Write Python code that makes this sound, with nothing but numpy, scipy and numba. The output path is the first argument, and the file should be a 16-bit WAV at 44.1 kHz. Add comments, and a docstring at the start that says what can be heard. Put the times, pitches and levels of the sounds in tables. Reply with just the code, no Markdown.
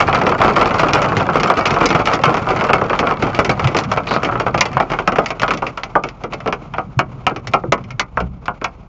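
"""Hail on a parked pickup

Hail pelts roof, glass and bed, heard from inside the closed cab; it thins out, and the loudest stones overload.
Each stone rings many damped modes of panels and cab; small stones patter at random between them.
Shaped noise makes the rain and rolling rumble, a sine the idling hum, and narrow resonances a late drone.
A bright scratchy rattle of filtered clicks and a few soft thumps, swelling and dying sines, break through."""
import sys
import numpy as np
from numba import njit
from scipy import signal
from scipy.fft import rfft, irfft, next_fast_len
from scipy.io import wavfile
from scipy.ndimage import uniform_filter1d

SR = 44100
rng = np.random.default_rng(int(sys.argv[2]) if len(sys.argv) > 2 else 0)


def voltage_ratio(level):
    """Linear amplitude factor for a level in decibels (scalar or array-like)."""
    return 10 ** (np.asarray(level, float) / 20)


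def wav_record(signal):
    """Record a signal, one row per channel, as 16-bit PCM in the file named by sys.argv[1]."""
    frames = np.transpose(np.atleast_2d(signal))
    bounded = np.clip(frames, -1, 1)
    # unit amplitude maps onto the largest positive 16-bit level
    quanta = np.round(bounded * 32767).astype(np.int16)
    wavfile.write(sys.argv[1], SR, quanta)


N = 391602

# Big stones; clack comes from hard or stiff spots, thud from wide soft panels, both relative to the stone:
# start_s, level_db, clack_db, thud_db
BIG_STONES = [(0.002, -0.5, -14, -18.5), (0.083, -2, -18, -16), (0.127, -1.5, -16.5, -15.5),
              (0.146, -3, -12, -16), (0.213, -3.5, -18, -11.5), (0.265, 0.5, -13.5, -11.5),
              (0.319, -2, -20.5, -21), (0.403, -2, -19.5, -22), (0.415, 2, -16.5, -20.5),
              (0.446, 0, -18, -10), (0.479, -3, -16, -13.5), (0.562, 1.5, -16.5, -13),
              (0.611, 1, -15.5, -16), (0.656, -3, -15, -19), (0.707, -3.5, -19.5, -20),
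              (0.741, -2.5, -16.5, -20), (0.793, -1, -11, -16.5), (0.832, -1, -19, -11),
              (0.884, -4, -13, -11), (0.933, 0, -11.5, -14), (0.955, 1, -19.5, -19.5),
              (1.017, -5.5, -12, -13), (1.043, -4.5, -17.5, -16), (1.119, -5.5, -20.5, -12.5),
              (1.167, -4.5, -11, -10.5), (1.199, -2, -18, -17.5), (1.254, -12, -20, -11),
              (1.289, -5.5, -26.5, -14), (1.356, -1.5, -16.5, -12), (1.398, -6, -12.5, -11),
              (1.432, -2.5, -13, -13.5), (1.499, 2, -20, -22), (1.571, -2.5, -15, -13.5),
              (1.655, -4.5, -7.5, -17), (1.706, -3, -11.5, -13), (1.762, -0.5, -19.5, -18),
              (1.81, 1, -17, -13), (1.856, -5.5, -7, -10.5), (1.904, 0.5, -14.5, -13),
              (1.948, 0.5, -15.5, -21), (1.997, -4.5, -17.5, -16), (2.055, -9.5, -10, -15),
              (2.072, -0.5, -15.5, -31), (2.114, -4.5, -17, -18), (2.134, -3, -11, -14.5),
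              (2.236, 3.5, -13.5, -19.5), (2.279, -2.5, -26, -11), (2.342, -3.5, -16.5, -12),
              (2.368, -5, -14.5, -18), (2.471, -9, -25, -11), (2.488, -4.5, -16.5, -18),
              (2.504, -2, -18, -13.5), (2.561, -3.5, -16.5, -13), (2.609, -1.5, -18, -15),
              (2.639, -3.5, -16.5, -12), (2.691, 1.5, -19.5, -16.5), (2.732, 1.5, -13.5, -17.5),
              (2.814, -3.5, -22, -11.5), (2.896, -2, -17.5, -13.5), (2.93, -3, -18, -22),
              (2.99, -3, -10, -11.5), (3.028, -5, -29, -13), (3.07, 0, -19.5, -19.5),
              (3.109, -1.5, -19, -15.5), (3.223, -1.5, -15, -9), (3.267, -7, -17.5, -17),
              (3.347, -7.5, -12, -18), (3.389, 1.5, -13.5, -13.5), (3.446, -5.5, -10, -15),
              (3.493, -0.5, -12, -13), (3.594, -5, -16, -17), (3.642, -5, -12.5, -17.5),
              (3.672, -4, -13.5, -13), (3.746, -2.5, -17, -9), (3.766, -5.5, -9.5, -17),
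              (3.787, -8.5, -10.5, -23), (3.836, -14, -12, -24), (3.915, -1, -15, -28.5),
              (3.972, -2, -17, -16.5), (4.071, -10.5, -10.5, -14), (4.109, -1, -16, -15),
              (4.137, -6.5, -12.5, -12), (4.161, -4.5, -21, -18), (4.231, -6.5, -14.5, -15),
              (4.247, -6, -9.5, -12), (4.287, -4, -25.5, -26), (4.324, -8.5, -23, -7),
              (4.354, -7, -18.5, -14), (4.398, -3, -13.5, -15), (4.463, -2, -20.5, -16.5),
              (4.543, -2, -17.5, -14), (4.576, -7.5, -11.5, -15), (4.608, 1.5, -7.5, -27.5),
              (4.653, -11, -19, -15.5), (4.73, -18.5, -10, -15), (4.768, -1.5, -21, -24),
              (4.8, 2.5, -19, -19.5), (4.901, -11.5, -16, -14), (4.917, -6, -15, -14.5),
              (4.934, -4.5, -17.5, -27), (4.987, -3.5, -14.5, -13.5), (5.075, 1, -15.5, -19),
              (5.12, -5, -15.5, -11), (5.157, -5.5, -15, -18), (5.184, 2, -19.5, -13.5),
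              (5.259, -10, -7.5, -28.5), (5.304, -4, -16, -20), (5.396, -12.5, -9, -19),
              (5.417, -6.5, -11.5, -12.5), (5.432, 0.5, -16.5, -27), (5.479, -4, -13, -15.5),
              (5.507, -1.5, -13.5, -20), (5.535, -12.5, -9, -7), (5.573, -16.5, -9.5, -11),
              (5.621, -4, -21.5, -15.5), (5.666, -11, -9, -17), (5.773, -8.5, -15, -28),
              (5.833, -12, -11, -29), (5.859, -32.5, -12, -9), (5.953, 3, -25, -16.5),
              (6.036, -8, -10.5, -12), (6.087, -22.5, -8.5, -24), (6.236, -12, -14, -6),
              (6.324, -14.5, -15, -16), (6.333, -11.5, -10.5, -13.5), (6.402, -18.5, -11.5, -23),
              (6.459, -9, -18.5, -7.5), (6.475, -5.5, -15, -12), (6.525, -6.5, -12.5, -16),
              (6.737, -9.5, -16, -27.5), (6.781, -4, -20, -19), (6.99, 3, -15, -20),
              (7.266, 2.5, -13.5, -23), (7.309, -14.5, -23.5, -4), (7.361, -15, -9.5, -10.5),
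              (7.471, -17.5, -6, -15), (7.535, 3.5, -15.5, -19), (7.635, -20.5, -35, 3.5),
              (7.721, 3.5, -13, -19), (7.778, -20.5, -18, -16), (7.839, -29.5, -9.5, -12),
              (7.905, -20, -8, -22), (7.995, -1.5, -8, -26), (8.171, -3.5, -22, -24),
              (8.202, -9.5, -16, -10.5), (8.456, -21, -11, -21), (8.48, -4, -23, -19),
              (8.614, -12, -20.5, -13), (8.642, -3.5, -11.5, -31)]
# Dull low thumps: start_s, level_db, pitch_hz
LOW_THUMPS = [(1.167, -12.5, 105.4), (1.946, -12.5, 147), (2.27, -12.5, 141), (3.648, -8.5, 122),
              (5.077, -15.5, 180), (6.97, -9, 125), (7.683, -15, 132)]
# Course of the storm, before scatter and drift: time_s, patter_db, rumble_db
STORM_COURSE = [(0, -8, -23.5), (2.001, -8.5, -33), (3.598, -17, -26.5), (4.7, -21.5, -29),
                (5.5, -31, -40.5), (6.299, -46.5, -43), (7.1, -43, -32.5), (8.2, -50.5, -34.5),
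                (8.88, -65, -46.5)]
# Relative colour of panels and cab, before each stone sets its band levels: frequency_hz, density_db_per_hz
CAB_COLOUR = [(88, -31), (150, -9), (247, -11.5), (741, 1), (875, -3.5), (1330, 2), (1730, -17),
              (2260, -8.5), (3780, -22), (5460, -19.5), (7240, -32.5), (8000, -90.5), (10400, -77),
              (17600, -120)]
# Typical ring of the panels, before scatter from mode to mode: frequency_hz, t60_s
PANEL_RING = [(200, 0.26), (530, 0.13), (1390, 0.11), (3680, 0.055)]
# Relative colour of the rolling rumble: frequency_hz, density_db_per_hz
RUMBLE_COLOUR = [(18, -22.5), (30, -6), (49, -21), (81, -2.5), (130, 6.5), (300, -12), (390, -38),
                 (660, -120)]
# Swell and fade of the late drone: time_s, level_db
DRONE_SWELL = [(0, -57.5), (8.1, -47), (8.24, -27), (8.5, -50.5), (8.88, -45)]
# Resonances of the drone: frequency_hz, width_hz, relative_level_db
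DRONE_RESONANCES = [(60, 12, 1), (119, 9.4, -2), (178.4, 19, -2.5)]
# Limits of the thud, knock, clack and tick bands: frequency_hz
STONE_BAND_EDGES_HZ = [180, 550, 1750, 3600, 7500]
# Relative colour of rain heard through the shell: frequency_hz, density_db_per_hz
RAIN_COLOUR = [(150, -4), (560, -5), (1290, -8), (1760, -25), (2230, -17), (3760, -30.5), (7100, -37.5),
               (8500, -65)]
# One bright scratchy rattle: start_s, end_s, level_db
RATTLE_BURST = (4.07, 4.175, -33)


def rms_one(x):
    """Scale to rms 1."""
    return x / np.sqrt(np.mean(x ** 2) + 1e-20)


def at_hz(points, hz):
    """Read a table on a log-frequency axis."""
    table_hz, value = np.transpose(points)
    return np.interp(np.log(hz), np.log(table_hz), value)


def drift(rate_hz):
    """Slow random wander of spread 1: noise through two equal low-pass poles, at a fortieth of the rate."""
    hop = 40
    pole = np.exp(-2 * np.pi * rate_hz * hop / SR)
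    noise = rng.standard_normal(N // hop + 2002)
    slow = signal.lfilter([1], [1, -2 * pole, pole * pole], noise)[2000:]   # settled part only
    return np.interp(np.arange(N) / hop, np.arange(len(slow)), rms_one(slow))


def coloured(spectrum):
    """Noise with the given spectrum, rms 1."""
    size = next_fast_len(N)
    hz = np.arange(size // 2 + 1) * SR / size + 1e-3
    bins = rfft(rng.standard_normal(size)) * voltage_ratio(at_hz(spectrum, hz))
    return rms_one(irfft(bins, size)[:N])


def rumble(rumble_db):
    """Rolling low noise whose level follows the storm with a slow wander."""
    return voltage_ratio(rumble_db + 3.2 * drift(5.1)) * coloured(RUMBLE_COLOUR)


def idle():
    """Idling hum: one steady low sine, wavering slightly in level."""
    pitch_hz, level_db = 40.3, -43.5
    phase = 2 * np.pi * pitch_hz * np.arange(N) / SR
    return voltage_ratio(level_db + 1.1 * drift(6.0)) * np.sqrt(2) * np.sin(phase)


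def rain(patter_db):
    """Rain wash through the shell: coloured noise, louder while the hail is thick."""
    floor_db = -48
    downpour_db = 0.32 * (patter_db - patter_db.min())
    return voltage_ratio(floor_db + downpour_db + 3.9 * drift(20.0)) * coloured(RAIN_COLOUR)


def drone():
    """A low hum swells near the end and fades: noise twice through narrow resonances."""
    s, db = np.transpose(DRONE_SWELL)
    hum = 0
    for hz, width_hz, line_db in DRONE_RESONANCES:
        r = np.exp(-np.pi * width_hz / SR)
        peak = [1, 0, -1, 1, -2 * r * np.cos(2 * np.pi * hz / SR), r * r]
        line = signal.sosfilt([peak, peak], rng.standard_normal(N))
        hum = hum + voltage_ratio(line_db) * rms_one(line)
    return voltage_ratio(np.interp(np.arange(N) / SR, s, db)) * hum


def rattle():
    """Dense uneven clicks through a broad bright resonance."""
    start, end, db = RATTLE_BURST
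    t = np.arange(N) / SR
    clicks_per_s = 1200
    clicks = rng.standard_normal(N) * (rng.random(N) < clicks_per_s / SR)
    clicks = clicks * (t > start) * (t < end)
    resonance = signal.butter(2, [3600, 4700], "band", fs=SR, output="sos")
    ringing = signal.sosfilt(resonance, clicks + 1e-18)
    burst_share = (end - start) * SR / N   # sets the level over the burst, not the whole scene
    return voltage_ratio(db) * rms_one(ringing) * np.sqrt(burst_share)


def thumps():
    """Soft heavy blows on a large panel: a few cycles that swell and die."""
    out, t = np.zeros(N), np.arange(SR // 5) / SR
    rise = t / 0.0073   # the swell tops out after 7.3 ms
    swell = rise * np.exp(1 - rise)
    for s, db, hz in LOW_THUMPS:
        i = int(s * SR)
        thump = voltage_ratio(db) * swell * np.sin(2 * np.pi * hz * t)
        out[i:i + len(t)] += thump[:N - i]
    return out


@njit(fastmath=True)
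def add_resonators(out, at, length, a, b, now):
    """Run bundles of eight two-pole resonators that start together and add their sum."""
    before = np.zeros(now.shape)
    for k in range(len(at)):
        for i in range(at[k], min(at[k] + length[k], len(out))):
            total = 0.
            for m in range(8):
                value = now[k, m]
                total += value
                now[k, m] = a[k, m] * value - b[k, m] * before[k, m]
                before[k, m] = value
            out[i] += total


def damped_sines(at, size, hz, t60):
    """Sum of dying sines, each bundle followed until its longest mode is 40 dB down."""
    r, w, out = voltage_ratio(-60 / (t60 * SR)), 2 * np.pi * hz / SR, np.zeros(N)
    length = (2 / 3 * t60.max(axis=1) * SR).astype(int)
    add_resonators(out, at, length, 2 * r * np.cos(w), r * r, size * np.sin(w))
    return out


def stone_bands(level_db, clack_db, thud_db):
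    """Thud, knock, clack and tick of a stone: the harder it clacks, the more it ticks and the less it knocks."""
    usual_clack_db = -15
    hard_db = clack_db - usual_clack_db
    spot_db = 4.5 * (2 * rng.random(len(level_db)) - 1)   # chance of the spot that is hit
    knock_db = -8 - 0.22 * hard_db
    tick_db = clack_db - 12.5 + 0.89 * hard_db + spot_db
    return level_db[:, None] + np.transpose([thud_db, knock_db, clack_db, tick_db])


def panels(s, band_db, ring_db, count):
    """Each stone lands on another patch of panel and rings a dense set of modes of its own."""
    edges = 150 + 7850 * np.linspace(0, 1, count + 1) ** 1.9   # Hz, closer together in the lows
    place, lag, spot, loss = np.moveaxis(rng.random((len(s), 4, count)), 1, 0)
    hz = edges[:-1] + np.diff(edges) * place
    ring_scatter_db = 1.5 * (2 * loss - 1) + ring_db[:, None]   # per mode, and per patch
    t60 = np.clip(at_hz(PANEL_RING, hz) * voltage_ratio(ring_scatter_db), .01, .5)

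    # a mode stands for the band around it; modes beyond the outer limits join the nearest band
    power = voltage_ratio(2 * at_hz(CAB_COLOUR, hz)) * np.diff(edges)
    band = np.clip(np.searchsorted(STONE_BAND_EDGES_HZ, edges[1:]) - 1, 0, 3)
    against_cab_db = band_db - 10 * np.log10(np.bincount(band, power.mean(axis=0)))
    # neighbouring bands blend
    gain_db = uniform_filter1d(against_cab_db[:, band], size=count // 16, mode="nearest")
    size = np.sqrt(power) * voltage_ratio(gain_db) * 2 * (2 * spot - 1)

    late_s = (.0008 + 2.5 / hz) * lag   # many paths; the lows build up later
    start = ((s[:, None] + late_s) * SR).astype(int)
    at = np.tile(start[:, ::8].ravel(), 2)   # eight modes share a start
    size, hz, t60 = size.reshape(-1, 8), hz.reshape(-1, 8), t60.reshape(-1, 8)

    # every mode sounds twice: a long ring and a first crack that dies in a few ms
    size = np.vstack([size, size[:, ::-1]])
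    hz, t60 = np.vstack([hz, hz]), np.vstack([t60, np.full_like(hz, 0.0083)])
    low = hz[:, -1] < STONE_BAND_EDGES_HZ[2]
    lows, highs = [damped_sines(at[use], size[use], hz[use], t60[use]) for use in (low, ~low)]
    soften = signal.butter(4, 2300, fs=SR, output="sos")   # low modes start without a click
    return highs + signal.sosfilt(soften, lows + 1e-18)


def big_stones(table):
    """Strikes from the table, each ringing its own patch of panel."""
    return panels(table[:, 0], table[:, 1:], np.zeros(len(table)), count=112)


def followers(table, patter_db):
    """Two softer stones close behind each big one, weaker as the hail thins and the later they land."""
    after = np.repeat(table, 2, axis=0)
    draw = rng.random((len(after), 6))
    s = after[:, 0] + 0.0046 - .016 * np.log(draw[:, 0] + .05)
    thin_db = 0.4 * (patter_db[(after[:, 0] * SR).astype(int)] - patter_db.max())
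    late_db = -121 * (s - after[:, 0])   # dB, at 121 dB per second of delay
    softer_db = -4.0 - 4.2 * draw[:, 1]
    band_scatter_db = 3.7 * (draw[:, 2:] - .5)
    band_db = after[:, 1:] + (thin_db + late_db + softer_db)[:, None] + band_scatter_db
    return panels(s, band_db, np.zeros(len(s)), count=32)


def small_stones(patter_db):
    """Patter of 1100 small stones at random times: many faint, few strong, each hard or wet."""
    draw = rng.random((1100, 4))
    s = draw[:, 0] * N / SR
    size_db = patter_db[(s * SR).astype(int)] - 14.0 - 3.8 * np.log(draw[:, 1] + 0.038)
    hard_db = 8.9 * (draw[:, 2] - .5)   # hard stones are bright, wet ones dull
    # thud, knock, clack, tick
    tone_db = [-14.0, -2.5, -13.0, -26.5] + hard_db[:, None] * [-1.8, -0.44, 1.2, 0.89]
    ring_db = 4.0 * (2 * draw[:, 3] - 1)   # some patches ring longer
    return panels(s, size_db[:, None] + tone_db, ring_db, count=32)


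def hail(patter_db):
    """Big stones, others close behind them, and small stones at random, all ringing the panels."""
    s, *levels_db = np.transpose(BIG_STONES)
    table = np.column_stack([s, stone_bands(*levels_db)])
    return big_stones(table) + followers(table, patter_db) + small_stones(patter_db)


def scene():
    """Rumble, idling hum, rain, drone, rattle and thumps under the hail."""
    s, *columns = np.transpose(STORM_COURSE)
    patter_db, rumble_db = [np.interp(np.arange(N) / SR, s, c) for c in columns]
    background = rumble(rumble_db) + idle() + rain(patter_db) + drone()
    return (background + rattle() + thumps() + hail(patter_db))[None]


def top_cut(x):
    """Nothing passes above the cut-off."""
    return signal.sosfilt(signal.butter(12, 8750, fs=SR, output="sos"), x)


def record(dry):
    """Narrow-band recorder: deep bass and top are cut steeply, loud peaks are clipped flat."""
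    x = signal.sosfilt(signal.butter(6, 35, "high", fs=SR, output="sos"), dry)
    x = signal.sosfilt(signal.butter(14, 7530, fs=SR, output="sos"), x)
    mix = np.clip(x, -1, 1)
    return top_cut(mix)


dry = scene()
out = record(dry)
wav_record(out)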